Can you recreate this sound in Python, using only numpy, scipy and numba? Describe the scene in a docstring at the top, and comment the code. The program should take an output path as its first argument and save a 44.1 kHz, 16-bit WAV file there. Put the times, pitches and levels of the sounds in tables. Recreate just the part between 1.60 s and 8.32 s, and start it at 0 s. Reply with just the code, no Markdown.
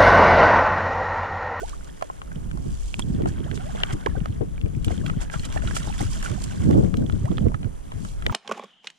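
"""A low wind rumble, fizzing water and a few plops open the scene, then ticks on a hull and hard gusts crowd in.
A fish thrashes beside a plastic kayak on a windy creek, heard by a small two-port camera microphone.
Leaves and wash are coloured noise, wind is band noise with lone swept thuds, fizz is a crowd of decaying sines,
plops and drips are gliding sines, and ticks are ringing hull modes behind a blunt crack."""
import sys
import numpy as np
from scipy import signal
from scipy.fft import rfft, irfft
from scipy.io import wavfile
from scipy.ndimage import uniform_filter1d
from numba import njit

SR = 44100
rng = np.random.default_rng(int(sys.argv[2]) if len(sys.argv) > 2 else 0)


def wav_record(signal):
    """Record a signal, one row per channel, as 16-bit PCM in the file named by sys.argv[1]."""
    frames = np.transpose(np.atleast_2d(signal))
    bounded = np.clip(frames, -1, 1)
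    # unit amplitude maps onto the largest positive 16-bit level
    quanta = np.round(bounded * 32767).astype(np.int16)
    wavfile.write(sys.argv[1], SR, quanta)


N = 296352
T = np.arange(N) / SR


def undb(db):
    """Turn decibels into a gain."""
    return 10 ** (np.asarray(db) / 20)


def unit(x):
    """Scale to rms 1."""
    return x / np.sqrt(np.mean(x ** 2))


def noise():
    """White noise as long as the scene."""
    return rng.standard_normal(N)


def colour(x, points):
    """Shape a sound by (Hz, dB) points joined on a log-frequency axis; rms 1."""
    hz, db = np.transpose(points)
    f = np.maximum(np.arange(N // 2 + 1) * SR / N, 1)
    shape_db = np.interp(np.log(f), np.log(hz), db, -90, -90)
    return unit(irfft(rfft(x) * undb(shape_db), N))


def band(x, lo_hz, hi_hz, order=2):
    """Keep one band of a sound; rms 1."""
    return unit(signal.sosfilt(signal.butter(order, [lo_hz, hi_hz], "band", fs=SR, output="sos"), x))


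def walk(rate):
    """Random levels held 1 / rate s and slewed; rms 1."""
    hold = int(SR / rate)
    steps = np.repeat(rng.standard_normal(N // hold + 1), hold)
    return unit(uniform_filter1d(steps, hold)[:N])


def ports(x, alike):
    """The ports are wired in opposite sense and the left one hears late; diffuse sound is partly unalike."""
    lag_s = 0.00013
    left = alike * x[0] + np.sqrt(1 - alike ** 2) * x[1]
    return np.array([-np.interp(T - lag_s, T, left), x[0]])


def from_right(x):
    """Sound off the water on the right reaches the left port weak and late."""
    pan_db, lag_s = -8, 0.00059  # left minus right; delay of the left port
    late = np.interp(T - lag_s, T, x)
    return np.array([late, x]) * undb(np.array([[pan_db], [-pan_db]]) / 2)


def add(out, s, x, pan_db):
    """Place a short near sound: the left port in opposite sense, later the further right the source lies."""
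    centre_lag_s, lag_per_db_s = 0.000035, -0.000018  # the louder the left port, the sooner it hears
    i, n = int(s * SR), np.arange(x.shape[1])
    lag = (centre_lag_s + lag_per_db_s * pan_db) * SR
    late = np.interp(n - lag, n, x[0], 0)
    placed = np.array([-late, x[1]]) * undb(np.array([[pan_db], [-pan_db]]) / 2)
    out[:, i:i + len(n)] += placed[:, :N - i]


@njit
def grains(rows, sr, n):
    """Decaying sines from rows (sample, Hz, cycles, size, glide); pitch grows by about exp(glide)."""
    y = np.zeros(n)
    for r in rows:
        phase, size, step = 0., r[3], 2 * np.pi * r[1] / sr
        length = int(3 * r[2] * sr / r[1])
        for i in range(int(r[0]), min(n, int(r[0]) + length)):
            y[i] += size * np.sin(phase)
            phase += step
            step *= 1 + r[4] / length
            size *= 1 - 5. / length
    return y


def fizz(rate, lo_hz, hi_hz, cycles, spread_db, glide):
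    """Bubbles bursting, rate per second, at random times, pitches and sizes; rms 1."""
    when, pitch, rarity, length = rng.random((4, int(N / SR * rate)))
    hz = lo_hz * (hi_hz / lo_hz) ** pitch
    size = undb(-spread_db * np.log(rarity + .03))  # few large ones among many small
    rows = np.column_stack([when * N, hz, cycles * (.5 + length), size, np.full(len(when), glide)])
    return unit(grains(rows, 1. * SR, N))


def leaves():
    """Smooth distant hiss of foliage and ripples: coloured noise whose level drifts slowly."""
    # Tint of the foliage. Each row: frequency in Hz, relative density in dB per Hz.
    leaf_tint = [(150, -46), (250, 4.5), (872, -8.5), (1210, -12.5), (1900, -20), (2890, -25.5),
                 (4780, -42), (5880, -28), (9400, -23), (12600, -35.5), (15800, -38)]
    level_db = -47.5 + 1.0 * walk(3.0)
    return undb(level_db) * ports([colour(noise(), leaf_tint) for _ in range(2)], 0.87)


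def puffs(eddies):
    """A lone eddy thuds for a few cycles, often harder on one port and out of step between them,
    and sheds small eddies."""
    # Single hard puffs. Each row: start in seconds, thud level in dB, nominal pitch in Hz,
    # small-eddy level in dB, left minus right in dB.
    puff_rows = [(0.76, -21, 150, -42, -6), (0.942, -24.5, 158, -37.5, -6), (1.056, -28, 136, -40.5, 3),
                 (1.386, -23.5, 186, -34.5, -13), (1.427, -26, 120, -38, -31),
                 (1.499, -16.5, 190, -30.5, -4), (1.544, -16.5, 183, -48, 4), (1.58, -17, 103, -26.5, -11),
                 (1.63, -17.5, 159, -25, -9.5), (1.708, -23, 88.8, -43, -2), (1.79, -22.5, 88, -36, -10),
                 (1.845, -20.5, 110, -39, -1), (1.911, -21.5, 91.5, -36, -13), (2.329, -18, 111, -26, 4),
                 (2.482, -22, 71, -29, 10), (2.565, -25, 120, -36, 27), (2.613, -17.5, 151, -50, 15),
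                 (2.695, -19, 96, -36, -3), (2.806, -17, 116, -23.5, 12.5), (3.034, -13, 97, -29.5, 10),
                 (3.168, -18.5, 116, -32.5, 9.5), (3.267, -12, 94, -25.5, 7), (3.307, -18, 75, -26, 30),
                 (3.391, -27, 75.4, -49, 24), (3.444, -23, 135, -33, 8), (3.507, -18, 99, -41, 14),
                 (3.566, -18.5, 109, -38, 3.5), (3.757, -18.5, 126, -55, 7), (3.788, -20.5, 75, -63, 14),
                 (4.046, -17.5, 99, -44, -5.5), (4.268, -26, 118, -37, 17), (4.406, -22, 120, -30.5, 13),
                 (4.448, -17.5, 93, -64, 10), (4.704, -19.5, 94, -39, -9), (4.997, -16, 80.7, -36, 0),
                 (5.045, -16, 74.6, -30, -2), (5.084, -16.5, 85, -18.5, -8.5),
                 (5.148, -14.5, 197, -28, -13), (5.191, -10.5, 189, -27, 7), (5.229, -24, 176, -27.5, 5),
                 (5.379, -17, 208, -48, -21), (5.41, -22, 94.2, -20.5, 11), (5.523, -14.5, 78, -37, 13),
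                 (5.609, -20, 94, -33, -7), (5.64, -13, 111, -60, 3.5), (5.703, -14, 172, -28, -16.5),
                 (5.759, -20.5, 108, -33, 6), (5.81, -14, 156, -32, -1), (5.862, -13, 107, -23, -4),
                 (5.941, -18, 110, -46, -17), (6.049, -17, 99.7, -45, -17), (6.351, -23.5, 93.5, -59, 11),
                 (6.653, -21, 79.4, -32.5, -8), (6.699, -18.5, 106, -47, 10)]
    cycles, swell_power, eddy_peak_s = 3.18, 0.54, 0.0097
    out = np.zeros((2, N))
    phases = 2 * np.pi * rng.random((len(puff_rows), 2, 1))
    for (at, db, hz, eddy_db, pan_db), phase in zip(puff_rows, phases):
        share = 2 / (1 + undb([[-pan_db], [pan_db]]))
        i = int(at * SR)
        x = np.arange(int(cycles * SR / hz)) * hz / SR / cycles  # 0 to 1 through the thud
        sweep = 2 * np.pi * cycles * x * (1.15 - 0.17 * x)  # the pitch sags
        thud = np.sin(sweep + phase) * np.sin(np.pi * x ** swell_power) ** 2
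        out[:, i:i + len(x)] += (undb(db) * share * thud)[:, :N - i]
        age = np.maximum(T[i:i + 4096] - at, 0) / eddy_peak_s
        out[:, i:i + 4096] += undb(eddy_db) * share * age * np.exp(1 - age) * eddies[:, i:i + 4096]
    return out


def wind():
    """Eddies press on each port: a rumble, and quick lumpy buffets; the smallest eddies shake both at once."""
    # Gusts on the ports. Each row: time in seconds, buffet level in dB, rumble level in dB,
    # left minus right in dB.
    gusts = [(0, -47, -33, -1), (0.35, -48, -40, -1), (0.63, -48, -40, -3), (0.76, -39, -33, -7),
             (1.1, -32, -30.5, -6.5), (1.25, -50, -31.5, 8), (1.38, -36.5, -33, 4),
             (1.47, -30, -28.5, -8.5), (1.66, -24.5, -34.5, 3), (1.9, -37.5, -29, -18.5),
             (2.06, -32, -33, 1), (2.41, -38, -31, 0.5), (2.55, -33, -26.5, 4), (2.93, -35.5, -32, 2.5),
             (3.3, -32, -27.5, 6), (3.52, -30, -27.5, 9.5), (3.7, -38, -29.5, 7), (4.08, -31, -26, 6),
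             (4.5, -33.5, -29.5, -1), (4.63, -36, -27.5, -5.5), (4.74, -31.5, -31.5, -12.5),
             (4.92, -35, -31.5, 3.5), (5.02, -22.5, -36, -6), (5.181, -17, -29, -0.5),
             (5.3, -30, -30, 16.5), (5.43, -22.5, -30, 3), (5.62, -31, -35, 9.5),
             (5.861, -25.5, -25.5, -17), (5.98, -37.5, -37, -9), (6.05, -34, -32, -22),
             (6.15, -53.5, -34.5, -13), (6.4, -35.5, -37, 13.5), (6.551, -46, -29, -3),
             (6.72, -28, -29.5, 8)]
    s, *cols = np.transpose(gusts)
    buffet_db, rumble_db, pan_db = (np.interp(T, s, c) for c in cols)
    # small eddies against large ones: they grow faster than the gust
    bright_db = -7 + 0.7 * (buffet_db + 23.5) + 0.33 * walk(17)
    shared_lumps = np.tanh(walk(70))  # tanh bounds the lumps
    shared = band(noise() * undb(20.2 * shared_lumps), 270, 495)
    push = band(noise() * undb(4 * shared_lumps), 138, 263)
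    heave_db = 1.5 * walk(9.2)
    out, eddies = [], []
    for sign in (1, -1):  # left, right: opposite wiring flips the shared part
        lumps = np.tanh(walk(45)) + 0.96 * shared_lumps
        rumble = band(noise(), 13.6, 60.5, order=4) * undb(rumble_db + heave_db)
        low = band(noise() * undb(2.5 * lumps), 56.3, 190.0, order=3) + sign * 0.5 * push
        high = band(noise() * undb(3.2 * lumps), 159.0, 351, order=3) * undb(-2.0)
        high = high + sign * 0.46 * shared
        lean_db = sign * pan_db / 2
        gust_db = buffet_db + lean_db + walk(15)
        buffet = undb(gust_db) * (low + undb(bright_db) * high)
        out.append(undb(0.26 * lean_db) * rumble + buffet)  # the rumble leans less
        eddies.append(high)
    return np.array(out) + puffs(np.array(eddies))


def flutter():
    """Finest wind flutter, loud in the hardest gusts: lumpy ripples mostly opposite in sense at the two ports."""
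    # Flutter on the ports. Each row: time in seconds, level in dB.
    flutter_levels = [(0.6, -62), (1.0, -61), (1.3, -83), (1.6, -47), (1.9, -61), (3.3, -59), (4.9, -77),
                      (5.03, -44.5), (5.17, -26.5), (5.32, -47), (5.44, -38.5), (5.62, -68), (5.83, -37.5),
                      (5.93, -43), (5.99, -73), (6.04, -49), (6.15, -78)]
    alike = 0.8
    lumps = undb(2.5 * np.tanh(walk(60)))
    both, left, right = (band(noise() * lumps, lo_hz=405, hi_hz=630) for _ in range(3))
    pair = alike * np.array([both, -both]) + np.sqrt(1 - alike ** 2) * np.array([left, right])
    return pair * undb(np.interp(T, *np.transpose(flutter_levels)))


def churn():
    """Wash: hiss with gurgling bubbles. Spray: fine crackle. Spurts swell both for a moment."""
    # Churned water. Each row: time in seconds, wash drive in dB, spray drive in dB.
    churn_levels = [(0.0, -44.5, -48), (0.28, -52.5, -58.5), (0.73, -59.5, -62.5), (0.95, -56.5, -59.5),
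                    (1.29, -58, -49), (1.65, -51.5, -62.5), (1.95, -43.5, -56), (2.11, -42, -52.5),
                    (2.26, -40.5, -54), (2.5, -46.5, -59.5), (3.09, -60.5, -64.5), (3.35, -51.5, -54),
                    (3.7, -49, -63.5), (4.1, -38, -46.5), (4.3, -43.5, -47.5), (4.5, -48.5, -51.5),
                    (4.7, -39.5, -48.5), (5.02, -43, -49.5), (5.4, -61, -59.5), (5.73, -50, -57),
                    (6.1, -66, -63.5), (6.33, -54, -61), (6.48, -68, -51.5), (6.6, -54, -62),
                    (6.72, -47, -58)]
    # Spurts of spray. Each row: start in seconds, spray drive in dB, wash drive in dB, length in seconds.
    spurts = [(0.092, -41, -80, 0.0053), (1.391, -35, -20, 0.0091), (1.669, -43, -41.5, 0.028),
              (1.942, -40.5, -77, 0.021), (2.287, -60, -33, 0.036), (2.323, -36.5, -35, 0.014),
              (3.247, -44, -54, 0.014), (3.287, -49, -34, 0.042), (3.445, -50, -35, 0.049),
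              (3.603, -40, -45, 0.033), (3.708, -41, -37.5, 0.044), (3.77, -47.5, -72, 0.075),
              (3.849, -32, -33, 0.0093), (3.928, -48, -63, 0.042), (4.144, -33, -56, 0.032),
              (4.379, -40, -32, 0.062), (4.493, -41.5, -43.5, 0.057), (4.624, -44.5, -43, 0.055),
              (4.798, -47, -56, 0.034), (4.837, -30.5, -70, 0.0064), (5.127, -69, -33, 0.0089)]
    # Tints of the two hisses. Each row: frequency in Hz, relative density in dB per Hz.
    wash_tint = [(240, -34), (400, 21.5), (484, 7), (585, -15), (1440, -9), (2410, 8), (3240, -1),
                 (5000, -33), (6500, -33), (11000, -120)]
    spray_tint = [(2240, 3.5), (3800, -10), (4710, -5), (7460, 0), (9640, -7.5), (14000, -25.5),
                  (15100, -23), (15800, -48)]
    s, wash_db, spray_db = np.transpose(churn_levels)
    wash_gain, spray_gain = undb(np.interp(T, s, wash_db)), undb(np.interp(T, s, spray_db))
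    for at, spurt_spray_db, spurt_wash_db, length in spurts:
        x = np.clip((T - at) / length, 0, 30)
        swell = (1 - np.exp(-2.5 * x)) * np.exp(-x ** 2)
        spray_gain += undb(spurt_spray_db) * swell
        wash_gain += undb(spurt_wash_db) * swell
    patchy = walk(30)
    gurgle = fizz(320, 487.4, 2092, cycles=13.0, spread_db=1.6, glide=0.32)
    wash, spray = [], []
    for _ in range(2):
        hiss = colour(noise() * undb(2.0 * walk(90)), wash_tint)
        bubbles = fizz(700, 880, 3570, cycles=3.9, spread_db=6.1, glide=0.2)
        wash.append(0.27 * hiss + 0.52 * bubbles + 0.23 * gurgle)
        crackle = colour(noise() * undb(3.4 * walk(500)), spray_tint)
        droplets = fizz(400, 3285, 10100, cycles=11.0, spread_db=4.5, glide=0.3)
        spray.append(crackle + 0.43 * droplets)
    right_gurgle = from_right(fizz(200, 544.0, 2408, cycles=9.4, spread_db=2.9, glide=0.29))
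    wash_pair = (ports(wash, 0.77) + 0.39 * right_gurgle) * wash_gain * undb(3.04 * patchy)
    spray_lean_db = np.array([[-1.5], [1.5]])
    spray_pair = ports(spray, 0.28) * spray_gain * undb(0.87 * patchy + spray_lean_db)
    return wash_pair + spray_pair


def casing(water):
    """Resonances round the ports lift or hollow out parts of the water's spectrum."""
    # Casing resonances. Each row: centre in Hz, width in Hz, boost or cut in dB.
    resonances = [(1543, 170, 3), (2440, 530, -7.5), (3210, 350, 5), (8300, 5400, 2.5)]
    for hz, width, db in resonances:
        peak = signal.lfilter(*signal.iirpeak(hz, hz / width, fs=SR), water)
        water = water + (undb(db) - 1) * peak
    return water


def drips():
    """Single drops: a short decaying pip each, gliding slightly up."""
    # Small drips. Each row: start in seconds, starting pitch in Hz, level in dB before panning.
    drip_rows = [(.209, 1410, -40), (.273, 1430, -42), (.299, 3300, -42), (.677, 1300, -42),
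                 (.758, 2970, -37), (1.843, 3130, -36), (2.157, 3430, -37), (2.187, 3150, -36),
                 (2.604, 2800, -34), (2.725, 3300, -45), (3.15, 2390, -38), (3.379, 3170, -32),
                 (5.423, 1500, -40), (5.464, 3300, -33.5), (5.655, 1920, -36), (5.716, 3200, -37),
                 (5.772, 3440, -30), (5.824, 3000, -43)]
    cycles, glide = 6.9, .08
    s, hz, db = np.transpose(drip_rows)
    one = np.ones(len(s))
    rows = np.column_stack([s * SR, hz, cycles * one, undb(db), glide * one])
    return from_right(grains(rows, 1. * SR, N))


def plops():
    """Bubbles and drops, from low plops to short high pips: most rise in pitch, and their level wobbles."""
    # Plops. Each row: start in seconds, start pitch in Hz, end pitch in Hz,
    # level in dB before wobble and panning, length in seconds.
    plop_rows = [(.004, 1450, 1550, -42, 0.029), (.016, 344, 570, -33.5, 0.031),
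                 (0.03, 620, 1010, -31, 0.034), (.131, 1080, 1280, -36.5, 0.013),
                 (0.423, 716, 600, -21, 0.0062), (.432, 686, 530, -34, 0.025),
                 (1.422, 3330, 3380, -32.5, 0.0074), (1.859, 448, 1500, -38, 0.045),
                 (1.973, 488, 298, -39.5, 0.021), (1.994, 690, 850, -40, 0.044),
                 (2.006, 1340, 1500, -42, 0.01), (2.047, 542, 803, -40, 0.069),
                 (2.09, 804, 627, -35, 0.027), (2.155, 1000, 1150, -39, 0.016),
                 (2.248, 1310, 1590, -47, 0.021), (2.275, 3130, 3050, -46, 0.011),
                 (2.427, 1450, 1600, -46, .012), (2.461, 384, 503, -18, 0.01),
                 (2.47, 930, 1110, -21, 0.0074), (2.473, 380, 257, -28, 0.016),
                 (2.511, 1680, 1770, -48, 0.019), (2.552, 726, 790, -33.5, 0.013),
                 (2.563, 1510, 1560, -39.5, 0.0098), (2.61, 654, 910, -39, 0.0099),
                 (2.664, 650, 1010, -41, 0.0098), (3.306, 660, 750, -24, 0.01),
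                 (3.413, 1570, 1700, -41, 0.0046), (3.437, 1150, 1050, -43, .011),
                 (3.44, 566, 805, -36, 0.029), (3.46, 1440, 1600, -40, .01), (3.534, 1260, 1700, -47, .018),
                 (3.718, 1500, 1750, -41, 0.017), (3.962, 595, 900, -26.5, 0.021),
                 (3.971, 1670, 1910, -31, 0.0091), (4.006, 800, 950, -44, .0078),
                 (4.036, 580, 694, -28.5, 0.011), (4.08, 1370, 1520, -33, .012),
                 (4.271, 775, 900, -42, 0.016), (4.294, 680, 1030, -30, 0.021),
                 (4.405, 755, 875, -28.5, 0.02), (4.414, 2020, 2220, -31.5, 0.0076),
                 (4.52, 985, 1140, -36, 0.016), (4.627, 1620, 1750, -40, 0.0078),
                 (4.658, 1400, 1560, -34, 0.012), (4.707, 553, 630, -38.5, 0.054),
                 (4.779, 710, 810, -31, 0.013), (5.64, 504, 847, -39, 0.062), (5.675, 760, 1450, -38, 0.02),
                 (5.802, 577, 680, -45, .018), (6.669, 380, 790, -27, 0.016), (6.681, 800, 990, -32, 0.015),
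                 (6.694, 1020, 910, -25.5, .021)]
    dry_plops = np.zeros(N)
    for at, start_hz, end_hz, db, length in plop_rows:
        x = np.arange(int(length * SR)) / (length * SR)
        i = int(at * SR)
        hz = start_hz + (end_hz - start_hz) * x
        swell = np.sin(np.pi * x ** 0.39)  # quick rise, slow fall
        dry_plops[i:i + len(x)] += undb(db) * np.sin(2 * np.pi * np.cumsum(hz) / SR) * swell
    wobble_db = 5.2 * np.tanh(walk(150))
    return from_right(dry_plops * undb(wobble_db))


def ticks():
    """Drops and gear on the hull: each blow rings modes around its brightest pitch, with a blunt crack
    and a short hissy edge."""
    # Ticks. Each row: start in seconds, peak level in dB before edge and panning, brightest pitch in Hz,
    # edge level in dB against the body, left minus right in dB, ring (60 dB fall) in seconds,
    # fall above the brightest pitch in dB per octave.
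    tick_rows = [(0.411, -28, 1204, -17, 3.5, 0.028, 8), (0.424, -15.5, 1030, -14, -4, 0.024, 6.5),
                 (0.5, -16.5, 1060, -39, 0, 0.022, 24), (0.617, -24.5, 1090, -29, 5, 0.018, 4),
                 (0.717, -29, 1540, -20, -2.5, 0.023, 26), (0.913, -26, 1530, -17, 4, 0.011, 4),
                 (0.974, -26, 1070, -14, 0, 0.019, 28), (1.342, -12.5, 2450, -26, -3, 0.0055, 12),
                 (1.394, -17.5, 950, -2, -6.5, 0.0078, -3), (1.62, -29.5, 780, -11, 8, 0.021, 1),
                 (1.658, -12, 725, -24, 0.5, 0.023, 9.5), (1.913, -23, 1610, -17, -3, 0.013, 4),
                 (1.975, -25.5, 1180, -14, -2.5, 0.013, -1), (2.149, -21, 483, -35, 1, 0.049, 6),
                 (2.235, -3, 2890, -43, 4, 0.0096, 43), (2.461, -13.5, 1680, -18, -5, 0.019, 6),
                 (2.658, -18, 1250, -16.5, -4, 0.013, 8.5), (2.979, -33.5, 2310, -23, -6.5, 0.01, 37),
                 (3.014, -27.5, 2760, -19, 4.5, 0.007, 9), (3.06, -35, 2380, -17, 4.5, 0.014, 27),
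                 (3.246, -22, 3110, -3, -0.5, 0.0086, 23), (3.281, -22, 760, -18, -2, 0.036, 0),
                 (3.463, -23.5, 3270, -8, -4, 0.017, 13), (3.498, -16, 1270, -31, -1, 0.022, 9),
                 (3.699, -24.5, 1650, -23, -3.5, 0.017, 9), (3.739, -21, 1370, -21, -6.5, 0.036, 11),
                 (3.795, -28.5, 4250, -4, -3, 0.016, 8), (3.833, -32.5, 1930, -9, -3.5, 0.056, 16),
                 (3.844, -31, 3030, -6, -4, 0.062, -2), (3.925, -27.5, 2340, -6, -5, .011, -14),
                 (3.962, -19, 805, -28, -6.5, 0.027, 12), (3.975, -21.5, 1760, -20, -4, 0.023, 8),
                 (4.021, -26.5, 1486, -20, -2, 0.027, 13), (4.074, -24.5, 1360, -24, -5.5, 0.027, -6),
                 (4.11, -28.5, 1610, -25, -20, 0.018, 23), (4.155, -27, 3170, -1, -1.5, 0.013, 5),
                 (4.166, -15.5, 1350, -13, -4, 0.025, 6.5), (4.23, -28.5, 2920, -9, -2, 0.022, -13),
                 (4.274, -30, 850, -14, -13.5, 0.049, 25), (4.326, -28, 2620, -22, -2, 0.015, 20),
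                 (4.408, -28, 764, 0, -1, 0.019, 17), (4.433, -31, 1200, -7, -8, 0.022, 9),
                 (4.627, -23, 1750, -4, 0.5, 0.018, 8), (4.66, -25, 1380, -9, -5, 0.043, 7),
                 (5.11, -20.5, 894, -11, -4.5, 0.013, 3), (5.149, -27, 705, -16, -3, 0.029, 33),
                 (5.341, -19, 1250, -18, -3, 0.012, 4), (5.37, -29.5, 3200, -1, 8, 0.012, -24),
                 (5.498, -20, 1340, -22, -3, 0.012, 7), (5.524, -30.5, 3400, -10, -2.5, 0.0078, -1),
                 (5.655, -29, 756, -8, -5, 0.064, 6), (5.782, -17, 1250, -31, -5, 0.0087, 4),
                 (5.884, -36, 2220, -14, 6.5, 0.0089, 11), (5.919, -24, 910, -22, 3, 0.016, 22),
                 (5.944, -18.5, 1260, -25, -3, 0.023, 12.5), (6.03, -27, 750, -26, 3, 0.026, 0),
                 (6.045, -30.5, 1485, -22, -1.5, 0.015, 7), (6.319, -24, 970, -20, 0, 0.028, 3.5),
                 (6.449, -25.5, 1175, -9, 0, 0.033, 6), (6.623, -24.5, 1310, -14, -1.5, 0.021, 5),
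                 (6.665, -5, 1940, -43, 5.5, 0.0085, 0), (6.697, -16, 1250, -32, -4, 0.017, 38)]
    # Hull modes. Each row: nominal pitch in Hz, relative level in dB.
    hull_modes = [(430, 2.5), (640, 6.5), (830, 4), (1050, -4.5), (1350, 5), (1650, 4.5), (1950, 2.5),
                  (2350, 4), (2900, 7.5), (3300, 5.5), (4000, 2), (5900, -9)]
    below_db_oct, top_mode_db = 3, 8.5  # fall below the brightest mode; level of that mode
    crack_db, crack_cycles = -4, 0.5
    out, t = np.zeros((2, N)), np.arange(2048) / SR
    hz, db = np.transpose(hull_modes)
    for at, peak_db, top_hz, edge_db, pan_db, ring, above_db in tick_rows:
        level_chance, pitch_chance, phase_chance, port_chance = rng.standard_normal((4, len(hz)))
        f = hz * (1 + 0.025 * pitch_chance)
        top = np.argmin(np.abs(np.log(hz / top_hz)))  # nearest mode takes the brightest pitch
        f[top], phase_chance[top], port_chance[top] = top_hz, 0, 0
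        octaves = np.log2(f / top_hz)
        slope = np.where(octaves < 0, below_db_oct, -above_db)
        gain = undb(db + slope * octaves + 1.7 * level_chance)
        gain[top] = undb(top_mode_db)
        decay = np.log(1000) / ring * np.maximum(f / top_hz, 1) ** 0.35  # higher modes die sooner
        # each mode but the brightest gets a small random phase difference between the ports
        phase = 0.53 * phase_chance + 0.29 * np.outer([1, -1], port_chance)
        modes = np.sin(2 * np.pi * np.outer(f, t) + phase[:, :, None]) * np.exp(-np.outer(decay, t))
        body = (gain @ modes) * (1 - np.exp(-t / 0.00067))  # soft onset
        cycle = top_hz * t / crack_cycles
        crack = cycle * np.exp(1 - cycle) * np.sin(2 * np.pi * top_hz * t)
        body = body / np.abs(body).max() + undb(crack_db) * crack
        body /= np.abs(body).max()
        edge_band = signal.butter(2, [4500, 9500], "band", fs=SR, output="sos")
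        edge = signal.sosfilt(edge_band, rng.standard_normal(len(t)) * np.exp(-t / 0.0019))
        add(out, at, undb(peak_db) * (body + undb(edge_db) * edge), pan_db)
    return out


def scene():
    """Leaves and wind behind churned water, with drips, plops and hull ticks close by."""
    air = leaves() + wind() + flutter()
    near = drips() + plops() + ticks()
    return air + casing(churn()) + near


def record(dry):
    """The recorder rounds the loudest peaks and cuts the top."""
    rounded = np.tanh(.6 * dry) / .6
    return signal.sosfilt(signal.ellip(10, .2, 80, 15800, fs=SR, output="sos"), rounded)  # low-pass, Hz


dry = scene()
out = record(dry)
wav_record(out)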